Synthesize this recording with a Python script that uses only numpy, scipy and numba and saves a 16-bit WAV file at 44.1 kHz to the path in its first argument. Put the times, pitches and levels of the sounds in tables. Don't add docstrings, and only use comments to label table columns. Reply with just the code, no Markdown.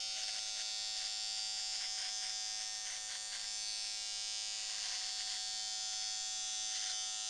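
import sys
import numpy as np
from scipy import signal
from scipy.fft import rfft, irfft, next_fast_len
from scipy.io import wavfile
from scipy.ndimage import uniform_filter1d
from numba import njit

SR = 44100
rng = np.random.default_rng(int(sys.argv[2]) if len(sys.argv) > 2 else 0)


def unload_wav(signal):
    wavfile.write(
        sys.argv[1],
        SR,
        np.round(np.clip(np.atleast_2d(signal).T, -1, 1) * 32767).astype(np.int16),
    )


N = 321489


def undb(db):
    return 10 ** (np.asarray(db) / 20)


def curve(table, at_s):
    time_s, *columns = np.transpose(table)
    return [np.interp(at_s, time_s, column) for column in columns]


def drift(count, hold_steps, channels):
    size = max(int(hold_steps), 1)
    x = rng.standard_normal((count + 4 * size, channels))
    x = uniform_filter1d(uniform_filter1d(x, size, axis=0), size, axis=0)
    x = x[2 * size:2 * size + count]
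    return x / x.std()


@njit
def band_pass(x, g, k):
    y, band, low = np.empty(len(x)), 0., 0.
    for i in range(len(x)):
        v = (band + g[i] * (x[i] - low)) / (1 + g[i] * (g[i] + k[i]))
        band, low = 2 * v - band, low + 2 * g[i] * v
        y[i] = k[i] * v
    return y


def ring(x, hz, width_hz):
    g = np.tan(np.pi * hz / SR) + np.zeros(N)
    k = width_hz / hz + np.zeros(N)
    for _ in range(3):
        x = band_pass(x, g, k)
    return x


def clicks(time_s, gain):
    place = np.clip(time_s * SR, 8, N - 9)[:, None]
    index = place.astype(int) + np.arange(-7, 9)
    lag = index - place
    taps = np.sinc(lag) * np.cos(np.pi * lag / 16) ** 2 * gain[:, None]
    return np.bincount(index.ravel(), taps.ravel(), N)


def even_level(x):
    span = SR // 9
    power = uniform_filter1d(uniform_filter1d(x ** 2, span), span)
    return x / np.sqrt(power + 1e-12)


def near_echoes():
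    echo_db, echo_t60_s = -15, .05
    s = np.arange(1, SR // 20) / SR
    tail = rng.standard_normal(len(s)) * undb(-60 * s / echo_t60_s)
    return np.append(1, undb(echo_db) * tail / np.sqrt(np.sum(tail ** 2)))


def hair_load(t):
    # start_s, length_s, crackle_gain_db, load_hz (speed drop aimed at)
    hair_bites = [(0.157, 0.097, -57, 0.79), (0.273, 0.029, -52.5, 0.39), (0.33, 0.064, -54.5, 0.67),
                  (.42, 0.077, -64, 0.31), (0.557, 0.064, -55.5, 0.62), (0.96, 0.12, -56, 0.49),
                  (1.373, 0.02, -55, 0.11), (1.568, 0.056, -60, 0.39), (1.719, 0.05, -57.5, 0.72),
                  (1.805, 0.058, -51.5, 1.06), (1.981, 0.11, -51, 1.21), (2.223, 0.09, -55.5, 0.69),
                  (2.592, 0.058, -59.5, 0.11), (2.847, 0.14, -55.5, 0.46), (3.087, 0.081, -53.5, 0.94),
                  (3.321, 0.055, -51.5, 1.55), (3.39, 0.063, -58, 0.35), (4.54, 0.63, -69.5, 0.094),
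                  (4.581, 0.026, -64, 0.42), (4.629, 0.035, -65, 0.29), (4.687, 0.12, -59, 0.534),
                  (4.817, 0.15, -56, 0.86), (4.955, 0.15, -62, 0.36), (5.171, 0.06, -59, 0.27),
                  (5.265, 0.11, -56, 0.63), (5.93, 0.012, -57, 0.1), (6.01, 0.04, -61, 0.18),
                  (6.706, 0.02, -54, 0.093), (6.749, 0.035, -54, 0.36), (6.798, 0.077, -55, 0.72),
                  (6.882, 0.052, -55, 0.83)]
    # centre_s, crackle_gain_db
    stray_hairs = [(.12, -69), (.7, -63), (.79, -61), (0.841, -69), (1.13, -66), (1.189, -63), (1.45, -67),
                   (2.43, -67), (2.48, -63), (2.751, -62), (3.51, -65), (3.768, -67), (3.86, -58),
                   (5.51, -71), (5.6, -62), (5.8, -69), (6.09, -67), (6.38, -71), (6.45, -69), (6.49, -63),
                   (6.54, -69), (6.65, -71), (7.04, -65)]
    stray_s, edge_s, motor_lag_s = 0.017, .024, 0.0524
    flutter_db, flutter_s = 1.3, .012
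    stubble_db, stubble_flicker_db, stubble_s = -77, 5, .02

    strays = [(centre_s - stray_s / 2, stray_s, gain_db, 0) for centre_s, gain_db in stray_hairs]
    gain, load_hz = np.zeros(N), np.zeros(N)
    for start_s, length_s, gain_db, slow_hz in hair_bites + strays:
        on = (t > start_s) & (t < start_s + length_s)
        gain = gain + undb(gain_db) * on
        load_hz = load_hz + slow_hz * on

    edge = int(edge_s * SR)
    gain = np.maximum(uniform_filter1d(uniform_filter1d(gain, edge), edge // 2), 0)
    gain = gain * undb(flutter_db * drift(N, flutter_s * SR, channels=1)[:, 0])
    stubble_flicker = stubble_flicker_db * drift(N, stubble_s * SR, channels=1)[:, 0]
    gain = gain + undb(stubble_db + stubble_flicker)

    keep = np.exp(-1 / (motor_lag_s * SR))
    return gain, signal.lfilter([1 - keep], [1, -keep], load_hz)


def motor_turns(t, drag_hz):
    # time_s, speed_hz
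    free_speed = [(0, 108.3), (.13, 108.3), (.4, 108.05), (1.4, 108.08), (1.9, 107.85), (2.44, 107.65),
                  (2.82, 107.5), (3.05, 107.3), (3.5, 107.45), (3.8, 107.55), (3.93, 107.3), (4.25, 107.62),
                  (4.55, 107.57), (5.15, 107.3), (5.5, 107.55), (6.1, 107.45), (6.2, 107.68),
                  (6.75, 107.65), (7.29, 107.43)]
    return np.cumsum(curve(free_speed, t)[0] - drag_hz) / SR


def blade(t, turn, crackle_gain):
    # share_of_turn, tick_db
    teeth = [(.215, -12), (.28, -6), (.335, 0), (.39, -9), (.455, -15), (.55, -19), (.63, -20)]
    # centre_hz, width_hz
    lower_rings = [(3150, 800), (2300, 600), (2760, 560), (3560, 800), (4100, 600), (4680, 650)]
    # centre_hz, width_hz
    upper_rings = [(6153, 690), (6956, 1160), (8550, 1150)]
    # time_s, centre_hz
    main_ring = [(0, 5270), (1.5, 4900), (1.9, 5060), (2.6, 5100), (3.1, 5097), (5.7, 5160), (6.5, 4790),
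                 (7.29, 4947)]
    # time_s, then level_db (rms) of lower, main, upper
    ring_levels = [(0.0, -50, -60, -63, -57, -62, -49, -44, -53, -51, -61),
                   (0.12, -56, -60.5, -57, -51.5, -61, -47, -44, -54, -51.5, -58),
                   (0.2, -56, -60, -55, -53, -63, -51, -52, -49, -49, -64),
                   (0.24, -61, -63, -57, -52.5, -70, -45.5, -44, -57, -51, -57),
                   (0.47, -56, -62, -60, -53, -56, -51, -49, -49.5, -51, -58.5),
                   (0.71, -56, -62.5, -57, -50.5, -61, -46.5, -49, -51.5, -50.5, -59),
                   (1.52, -53.5, -62, -61.5, -55, -64, -46.5, -46, -53.5, -48.5, -58.5),
                   (1.78, -55.5, -60.5, -58, -60, -56, -48, -45.5, -54, -48, -60),
                   (1.85, -51, -58, -62, -65, -61, -54, -44.5, -56, -53, -65),
                   (1.93, -53.5, -61, -71, -63, -59, -53, -46, -48, -48, -59),
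                   (2.07, -53.5, -57, -65, -67, -58, -53, -45.5, -58, -53, -62),
                   (2.15, -51.5, -64, -71, -65, -60, -52, -48, -45, -48.5, -59),
                   (2.27, -52.5, -57, -68, -65, -61, -56, -44.5, -52, -53, -57),
                   (2.35, -53.5, -61, -68, -56, -64, -52, -46.5, -49, -49, -63),
                   (2.58, -53, -60, -65, -70, -58, -56, -46, -48.5, -51.5, -57.5),
                   (2.8, -55, -63, -68, -64, -59, -53, -50, -50.5, -51, -59),
                   (2.88, -55, -62, -65, -70, -66, -54, -57, -47, -53, -60),
                   (2.98, -55, -63, -69, -64, -60, -52, -59, -51, -53, -58),
                   (3.06, -55, -63, -65, -68, -67, -53, -61, -52, -48, -57),
                   (3.13, -53, -64, -71, -66, -62, -48.5, -65, -52, -53.5, -58),
                   (3.25, -57, -63, -65, -65, -62, -51, -64, -54, -48, -54),
                   (3.33, -56, -65, -65, -61, -63, -47.5, -67, -60, -51.5, -58),
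                   (3.47, -59, -64, -59, -56, -63, -49.5, -48, -58, -49.5, -59),
                   (3.55, -56, -64, -59, -59, -61, -50.5, -50, -47.5, -48.5, -54),
                   (3.69, -57, -63, -58, -58, -57, -43, -55, -48, -54, -54),
                   (3.82, -55, -63.5, -57, -59, -56, -47.5, -46.5, -50, -53, -54),
                   (4.02, -59, -61.5, -54.5, -55.5, -55.5, -51, -49.5, -53, -50.5, -56),
                   (4.39, -54.5, -62, -56.5, -55, -56, -50, -48.5, -50, -49.5, -54.5),
                   (4.59, -66, -65, -53.5, -53, -61, -49, -53, -55, -47, -56),
                   (4.91, -57, -63.5, -57.5, -56.5, -57, -47, -49, -49.5, -50, -61),
                   (5.2, -50.5, -63.5, -64, -64, -55.5, -46, -51, -56, -48.5, -58),
                   (5.6, -51, -62, -83, -62, -57, -46.5, -50.5, -53.5, -48, -59),
                   (5.91, -49.5, -63, -77, -76, -58, -49, -51, -47.5, -47.5, -60),
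                   (6.05, -49, -60.5, -75, -70, -62, -45, -47.5, -47.5, -50, -60),
                   (6.17, -50, -63.5, -70, -79, -60, -47, -51, -49, -46.5, -62),
                   (6.58, -47.5, -62.5, -76, -76, -53, -49.5, -44.5, -45, -48.5, -56),
                   (6.82, -48.5, -61, -67, -76, -62, -53, -45.5, -45.5, -49.5, -58),
                   (7.0, -47, -60.5, -75, -63, -69, -46.5, -48, -45, -51.5, -55.5),
                   (7.17, -49, -66, -65, -72, -56, -50, -59, -48.5, -47, -56),
                   (7.29, -51, -65, -60, -66, -52, -51, -52, -46, -50, -55)]
    # time_s, then return_gain_db of lower, main, upper
    return_gains = [(0, 1.5, 7.0, 12.0, 6.5, -0.5, -0.5, -6.5, 1.5, -5.5, -9.0),
                    (0.45, 0.5, 4.0, 3.5, 4.0, -3.0, -3.5, -8.0, 2.5, -2.0, -4.0),
                    (0.9, 5.0, 7.5, 8.5, -1.5, 1.0, 0.5, -4.0, -6.0, -5.5, -4.5),
                    (1.3, 9.5, 9.0, 11.0, -2.0, -3.0, -1.5, -5.5, -1.0, -9.0, -5.0),
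                    (1.65, 8.0, 6.5, 7.5, 2.5, -2.5, -2.0, -7.0, 1.5, -5.5, -3.5),
                    (2.15, 3.5, 2.5, 2.5, 3.0, -2.5, -3.0, -6.5, -1.0, -1.5, -0.5),
                    (2.5, 5.0, 4.5, -0.5, 4.0, -2.5, -2.0, -9.5, -3.0, -2.5, -1.0),
                    (3.0, -1.0, 3.0, 3.0, 3.5, -3.5, -2.5, -3.0, 2.0, -0.5, -5.5),
                    (3.25, -1.0, 2.5, 3.0, 5.0, -3.0, -1.5, -2.0, 1.0, -3.5, -6.5),
                    (3.7, -1.0, 3.0, 4.0, 3.0, -4.0, -3.0, -4.5, -3.0, -4.0, -2.5),
                    (4.1, 3.0, 4.5, 10.5, -1.0, -1.5, -2.0, -7.5, -5.0, -1.5, -6.0),
                    (4.45, 3.0, 4.5, 8.0, -0.5, -3.5, -8.5, -7.0, -5.0, -2.0, -7.0),
                    (4.9, 1.5, 3.5, 3.0, 3.0, -1.0, -5.0, -5.5, 1.0, -1.5, -1.5),
                    (5.2, 4.5, 3.5, 3.5, 4.5, 1.0, -2.5, -6.5, 1.5, -2.5, -4.0),
                    (5.6, 8.5, 5.0, 4.5, 7.0, 1.0, -1.0, -4.5, -2.5, -3.5, -7.0),
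                    (6.2, 12.0, 5.0, 5.5, 6.0, 1.5, -2.5, -6.0, -4.5, -7.0, 1.5),
                    (6.5, 12.0, 4.0, 7.5, 6.0, 1.5, -2.5, -7.5, -3.5, -5.0, -1.5),
                    (7.0, 12.0, 4.0, 5.5, 4.5, 1.0, -4.0, -7.5, -3.0, -0.5, -3.5),
                    (7.29, 12.0, 4.0, 6.5, 4.5, -1.0, 1.5, -9.5, -2.5, 1.0, -1.5)]
    # centre_hz, width_hz, level_db (rms), return_gain_db
    steady_rings = [(5444, 920, -53, 0.5), (8180, 306, -59.5, 1), (9550, 6400, -67, -6),
                    (11520, 13000, -82.5, -1)]
    main_width_hz = 800
    return_turn = .498
    idle_shake_s, hair_shake_s, shake_at_db = 3.6e-6, 14e-6, -57

    share, tick_db = np.transpose(teeth)
    share, tick_db = np.append(share, share + return_turn), np.tile(tick_db, 2)
    returning = np.repeat([0, 1], len(teeth))
    whole_turns = np.arange(-1, np.ceil(turn[-1]))
    tick_s = np.interp(whole_turns[:, None] + share, turn, t)
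    heard = (tick_s > 0) & (tick_s < t[-1])
    count = len(tick_s)

    bite = np.interp(tick_s, t, crackle_gain) / undb(shake_at_db)
    shake_s = idle_shake_s + hair_shake_s * np.tanh(bite ** 2)
    rings = lower_rings + [(curve(main_ring, t)[0], main_width_hz)] + upper_rings
    return_curves = curve(return_gains, tick_s)
    moving = [(hz, width_hz, level_db, return_db) for (hz, width_hz), level_db, return_db
              in zip(rings, curve(ring_levels, t), return_curves)]
    rings = moving + steady_rings

    slip_s = 15e-6 * np.tile(drift(count, 110, channels=len(teeth)), 2)
    slip_s = slip_s + 5e-6 * drift(count, 151, channels=len(share))
    tick_s = tick_s + slip_s + shake_s * rng.standard_normal(tick_s.shape)
    jolt_db = 4e4 * shake_s * rng.standard_normal(tick_s.shape)

    rank = np.argsort(np.argsort([np.mean(row[0]) for row in rings]))
    senses = (-1) ** rank
    push = 1 - 2 * returning
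    out, blur = 0, near_echoes()
    for (hz, width_hz, level_db, return_db), sense in zip(rings, senses):
        both_db = 1.5 * np.tile(drift(count, 126, channels=len(teeth)), 2)
        own_db = 1.2 * drift(count, 110, channels=len(share))
        own_db = own_db + 1.8 * drift(count, 25, channels=len(share))
        gain = sense * push * undb(tick_db + returning * return_db + both_db + own_db + jolt_db)
        rung = ring(clicks(tick_s[heard], gain[heard]), hz, width_hz)
        out = out + undb(level_db) * even_level(signal.oaconvolve(rung, blur)[:N])
    return out


def case_hum(t, turn):
    # time_s, seventh_order_db (rms), fifth_order_db (rms)
    grip = [(0, -61.5, -69.5), (.6, -60.5, -72), (1.7, -59.5, -75.5), (2.58, -59, -75.5),
            (3.15, -62.5, -71), (3.5, -63.5, -73), (4.8, -63.5, -72.5), (5.25, -58.5, -76),
            (5.87, -57.5, -82), (6.3, -58.5, -86), (6.68, -59, -83), (6.92, -58, -74.5), (7.29, -59, -82)]
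    # order, level_db (rms)
    steady_orders = [(1, -93), (2, -87.5), (4, -92), (16, -79), (19, -95)]
    held_orders = (6, 8, 9, 10, 11, 12, 13, 14, 15, 17, 18)
    # time_s, then level_db (rms) of each held order
    held_levels = [(0, -72, -86, -79, -88.5, -77, -78, -66, -75.5, -84, -85, -75),
                   (0.8, -72.5, -76, -74, -99, -74, -76, -67.5, -71, -76.0, -66, -73),
                   (1.5, -72, -73, -74, -88.0, -74.5, -80, -67.5, -74, -70, -72.5, -68),
                   (2.45, -75, -76, -72.5, -82.0, -72, -73, -75.0, -74, -67, -61, -101),
                   (3.25, -78.5, -73, -73, -83, -73, -74, -75, -74, -67.5, -62, -74.5),
                   (4.1, -80.0, -76, -72.5, -81.0, -77, -75, -72, -92, -67, -71, -70),
                   (4.9, -79, -75, -71, -78.0, -75, -72.5, -76.0, -77.0, -68.5, -67, -64),
                   (5.7, -74, -81, -73, -84.5, -80, -73, -71, -71, -66.5, -64, -94),
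                   (6.4, -73, -77, -77, -84, -74, -74, -65.5, -72, -70, -66, -81),
                   (7.29, -74, -75, -72, -78, -76, -71, -65, -74, -70, -66, -77)]

    seventh_db, fifth_db = curve(grip, t)
    out = undb(seventh_db) * np.sin(2 * np.pi * 7 * turn)
    out = out + undb(fifth_db) * np.sin(2 * np.pi * 5 * turn)

    step_s = np.linspace(0, t[-1], 200)
    orders = steady_orders + list(zip(held_orders, curve(held_levels, step_s)))
    waver = drift(len(step_s), 8, channels=len(orders))
    start_turn = rng.random(len(orders))
    for k, (order, level_db) in enumerate(orders):
        gain = np.interp(t, step_s, undb(level_db + 1.5 * waver[:, k]))
        out = out + gain * np.sin(2 * np.pi * (round(order) * turn + start_turn[k]))
    return np.sqrt(2) * out


def hair_crackle(t, turn, crackle_gain):
    # centre_hz, width_hz, relative_level_db
    snap_rings = [(648, 200, -17.5), (748.8, 64, -15), (1035, 350, -16.5), (1580, 510, -7), (2004, 790, -3),
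                  (2800, 430, -11), (3254, 1250, -1.5), (4200, 1040, -5.5), (6100, 1860, 1),
                  (8600, 2400, -5.5)]
    # time_s, then gain_db of the first eight snap rings
    snap_colour = [(0, 5, 4, -2.5, -0.37, -0.57, 2.6, 4, -5), (2, -0.5, 0, 0, 0, 0.28, -1.8, 0, -4.5),
                   (3.1, -3, -3, 1, 0.065, -1.05, -2.05, -1, 3), (4.8, -3.5, 2, 6, -1.6, 0.44, 2, 0, 2.5),
                   (6.8, -1, 0, -4, -0.12, 0.24, -0.77, -1, 10)]

    closing = 1 + 0.94 * np.cos(4 * np.pi * (turn - .04)) + 0.11 * np.cos(2 * np.pi * (turn - .56))
    snaps = closing * (rng.random(N) < .11)
    crackle = 0
    for (hz, width_hz, level_db), turn_db in zip(snap_rings, curve(snap_colour, t) + [0, 0]):
        rung = ring(snaps * rng.standard_normal(N), hz, width_hz)
        crackle = crackle + undb(level_db + turn_db) * rung / rung.std()
    return crackle_gain * crackle


def coloured_noise(points):
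    size = next_fast_len(N)
    hz = np.maximum(np.fft.rfftfreq(size, 1 / SR), 1)
    at_hz, density_db = np.transpose(points)
    gain = undb(np.interp(np.log(hz), np.log(at_hz), density_db)) * np.sqrt(SR / 2)
    return irfft(rfft(rng.standard_normal(N), size) * gain, size)[:N]


def shop_hush():
    # frequency_hz, density_db_per_hz
    hush_density = [(20, -82), (35, -96), (50, -96.5), (150, -103), (280, -104), (450, -110), (1500, -110),
                    (5000, -112), (10000, -113), (14000, -115)]
    return coloured_noise(hush_density)


def side_hiss():
    # frequency_hz, density_db_per_hz
    hiss_density = [(20, -112), (100, -113), (400, -117), (650, -130), (3500, -132), (5500, -119),
                    (7800, -110), (10000, -111), (12200, -116), (13200, -135)]
    return coloured_noise(hiss_density)


def scene():
    t = np.arange(N) / SR
    crackle_gain, drag_hz = hair_load(t)
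    turn = motor_turns(t, drag_hz)
    trimmer = blade(t, turn, crackle_gain) + case_hum(t, turn) + hair_crackle(t, turn, crackle_gain)
    mid = trimmer + shop_hush()
    side = side_hiss()
    return np.array([mid + side, mid - side])


def record(dry):
    soft_hz, top_hz = 10330, 14350
    soft = signal.sosfilt(signal.butter(2, soft_hz, fs=SR, output="sos"), dry)
    return signal.sosfilt(signal.ellip(10, .2, 60, top_hz, fs=SR, output="sos"), soft)


dry = scene()
out = record(dry)
unload_wav(out)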